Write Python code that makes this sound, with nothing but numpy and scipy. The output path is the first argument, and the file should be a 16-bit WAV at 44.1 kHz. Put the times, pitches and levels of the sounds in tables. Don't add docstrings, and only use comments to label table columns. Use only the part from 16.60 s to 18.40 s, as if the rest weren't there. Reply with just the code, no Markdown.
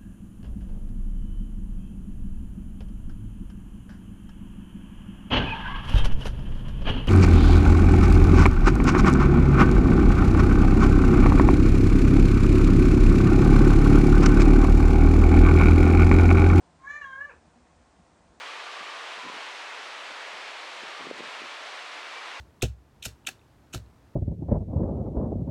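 import sys
import numpy as np
from scipy import signal
from scipy.fft import rfft, irfft
from scipy.io import wavfile

SR = 44100
rng = np.random.default_rng(int(sys.argv[2]) if len(sys.argv) > 2 else 0)


def to_wav(s):
    ch = np.atleast_2d(s).T
    pcm = np.round(np.clip(ch, -1, 1) * 32767)
    wavfile.write(sys.argv[1], SR, pcm.astype(np.int16))


N = 79380

# time in seconds, pitch in Hz.
FOLD_PITCH = [(.19, 518), (.26, 548), (.285, 571.7), (.325, 578.7), (.355, 592), (.40, 583.7), (.44, 556.7),
              (.48, 537.4), (.525, 528.4), (.565, 536), (.61, 563.3), (.665, 585), (.69, 579.3),
              (.705, 492.3), (.73, 482.7), (.765, 359)]
# time in seconds, roughness from 0 to 1.
FOLD_ROUGHNESS = [(.2, 0.4), (.27, 0.15), (.37, 0.12), (.41, 0.27), (.44, .13), (.52, 0), (.57, .07),
                  (.695, 0.1), (.706, 0.81), (.78, 0.76)]
# time in seconds, overtone gain in dB.
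CALL_EFFORT = [(.18, -24), (.222, -8.5), (.25, 3.5), (.29, 0.5), (.365, 2), (.409, -5.5), (.418, 4),
               (.49, -0.5), (.555, 3.5), (.598, -4.5), (.615, 2), (.645, -1.5), (.69, -4.5), (.72, -3),
               (.745, -23), (.78, -30)]
# time in seconds, level in dB.
FUNDAMENTAL_LEVEL = [(.17, -100), (.27, -70), (.33, -65), (.40, -65), (.48, -71), (.54, -61.5),
                     (.65, -62.5), (.70, -55), (.735, -60.5), (.765, -71), (.80, -100)]
# centre in Hz, width in Hz, gain in dB.
THROAT_FORMANTS = [(1097, 280, -5.5), (2237, 190, -23.5)]
MOUTH_FORMANT = (1639, 141, 0)
TREBLE_FORMANTS = [(2970, 120, -43), (3250, 250, -28.5), (3960, 500, -27), (5300, 590, -48.5),
                   (6430, 840, -27.5), (7000, 900, -43.5)]
RASP_BAND = (1477, 230, -9.5)
# time in seconds, gain in dB.
MOUTH_GAIN = [(.225, -48), (.255, -12.5), (.28, 5.5), (.308, 11), (.325, 5), (.365, 12.5), (.39, -6),
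              (.42, 3.5), (.455, 0.5), (.495, -6), (.535, -0.5), (.59, 2), (.62, 12), (.648, 3), (.668, 4),
              (.688, 6), (.708, 0.5), (.77, -3)]
TREBLE_GAIN = [(.25, -13), (.31, 2), (.40, -2), (.46, -9.5), (.55, -18), (.70, -9.5)]
# time in seconds, centre in Hz, gain in dB.
UPPER_FORMANT = [(.255, 2322, -63), (.285, 2314, -9), (.36, 2470, -13), (.41, 2380, -7), (.44, 2880, -16.5),
                 (.47, 3430, -18), (.55, 3254, -25), (.595, 3025, -26.5), (.66, 2532, -14.5),
                 (.72, 2458, -11.5)]
# delay in seconds, gain in dB.
WALL_ECHOES = [(0.014, -27), (0.0254, -17.5), (.0371, -16)]
# peak time and half length in seconds, centre and width in Hz, level in dB.
LOW_BUMPS = [(.89, .04, 169.4, 17.5, -60.5), (0.992, 0.068, 232, 13, -60.5), (1.399, 0.018, 188, 49, -56.5)]
# frequency in Hz, relative spectral density in dB.
WASH_SPECTRUM = [(15, -38.5), (25, -23.5), (63, -2), (81, -2.5), (118, -13.5), (160, -6), (200, -12.5),
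                 (232, -8.5), (264, -10.5), (299, -8.5), (322, -10.5), (446, -15.5), (481, -11),
                 (545, -13.5), (736, -9), (834, -13.5), (922, -12.5), (1020, -15.5), (2710, -27.5),
                 (8370, -30.5), (9970, -39), (13000, -78.5), (21900, -120)]
# centre in Hz, width in Hz, level in dB.
DRONE_BANDS = [(71.2, 17, -69), (171.3, 4.3, -73.5), (232.6, 9.5, -76.5)]

OVERTONE_GAIN_DB, AIR_GAIN_DB, WASH_DB = -45, -19.5, -61
JITTER, SHIMMER, SUBHARMONICS = 0.0503, 0.61, 0.41
IRREGULARITY_HZ, UPPER_WIDTH_HZ = 255, 271
FLUTTER_DB, FLUTTER_HZ = 3, 42
TREMOLO_DB, TREMOLO_HZ, TREMOLO_PEAK_S = 3.5, 35.2, .533
TAIL_T60_S, TAIL_DB = 0.24, -7
CUTOFF_HZ = 9900


def cat():
    pitch, roughness = curve(FOLD_PITCH), curve(FOLD_ROUGHNESS)
    jitter = 1 + JITTER * roughness * wander(IRREGULARITY_HZ)
    phase = 2 * np.pi * np.cumsum(pitch * jitter) / SR
    tract = vocal_tract()
    voice = 0
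    for k in range(2, 17):
        flutter = undb(FLUTTER_DB * np.tanh(wander(FLUTTER_HZ)))
        voice += flutter * tract(k * pitch) * np.sin(k * phase)
        half_tone = SUBHARMONICS * roughness ** 2 * wander(rate_hz=60)
        voice += half_tone * tract((k + .5) * pitch) * np.sin((k + .5) * phase)
    effort = undb(OVERTONE_GAIN_DB + curve(CALL_EFFORT))
    overtones = effort * (np.sqrt(2) * voice + breath(phase, roughness))
    fundamental = np.sqrt(2) * undb(curve(FUNDAMENTAL_LEVEL)) * np.sin(phase)
    shimmer = 1 + SHIMMER * roughness * wander(IRREGULARITY_HZ)
    return (fundamental + overtones) * shimmer


def vocal_tract():
    tremolo_db = TREMOLO_DB * np.cos(2 * np.pi * TREMOLO_HZ * (np.arange(N) / SR - TREMOLO_PEAK_S))
    main_gain, treble = undb(curve(MOUTH_GAIN) + tremolo_db), undb(curve(TREBLE_GAIN))
    upper_hz, upper_db = curve(UPPER_FORMANT), curve(UPPER_FORMANT, column=2)
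    return lambda hz: (sum(resonance(hz, *row) for row in THROAT_FORMANTS)
                       + main_gain * resonance(hz, *MOUTH_FORMANT)
                       + resonance(hz, upper_hz, UPPER_WIDTH_HZ, upper_db)
                       + treble * sum(resonance(hz, *row) for row in TREBLE_FORMANTS))


def breath(phase, roughness):
    formants = THROAT_FORMANTS + TREBLE_FORMANTS + [MOUTH_FORMANT]
    air = undb(AIR_GAIN_DB) * noise(lambda hz: sum(resonance(hz, *row) for row in formants))
    rasp = roughness * noise_band(*RASP_BAND)
    return (air + rasp) * (1 + np.cos(phase))


def walls(call):
    t = np.arange(N) / SR
    onset = np.minimum(t / .01, 1)
    tail = rng.standard_normal(N) * undb(-60 * t / TAIL_T60_S) * onset
    echoes = sum(undb(db) * np.interp(t - delay, t, call, left=0) for delay, db in WALL_ECHOES)
    reverberation = signal.fftconvolve(call, tail / np.linalg.norm(tail))[:N]
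    return call + echoes + undb(TAIL_DB) * reverberation


def bumps():
    t = np.arange(N) / SR
    return sum(np.exp(-((t - peak_s) / half_s) ** 2) * noise_band(*band)
               for peak_s, half_s, *band in LOW_BUMPS)


def yard():
    wash_hz, wash_db = np.array(WASH_SPECTRUM).T
    wash = noise(lambda hz: undb(np.interp(np.log(hz), np.log(wash_hz), wash_db)))
    drone = sum(noise_band(*band) for band in DRONE_BANDS)
    return undb(WASH_DB) * wash + drone


def resonance(hz, centre_hz, width_hz, db):
    return undb(db) / (1 + ((hz - centre_hz) / (2 * width_hz)) ** 2) ** 4


def noise(gain_at):
    hz = np.maximum(np.fft.rfftfreq(N, 1 / SR), 1)
    coloured = irfft(rfft(rng.standard_normal(N)) * gain_at(hz), N)
    return coloured / np.sqrt(np.mean(coloured ** 2))


def noise_band(centre_hz, width_hz, db):
    return undb(db) * noise(lambda hz: resonance(hz, centre_hz, width_hz, 0))


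def wander(rate_hz):
    return noise(lambda hz: 1 / (1 + (hz / rate_hz) ** 2) ** 2)


def curve(table, column=1):
    rows = np.array(table)
    return np.interp(np.arange(N) / SR, rows[:, 0], rows[:, column])


def undb(db):
    return 10 ** (np.asarray(db) / 20)


def scene():
    return (walls(cat()) + yard() + bumps())[None]


def record(dry):
    return signal.sosfilt(signal.ellip(10, .2, 70, CUTOFF_HZ, fs=SR, output="sos"), dry)


dry = scene()
out = record(dry)
to_wav(out)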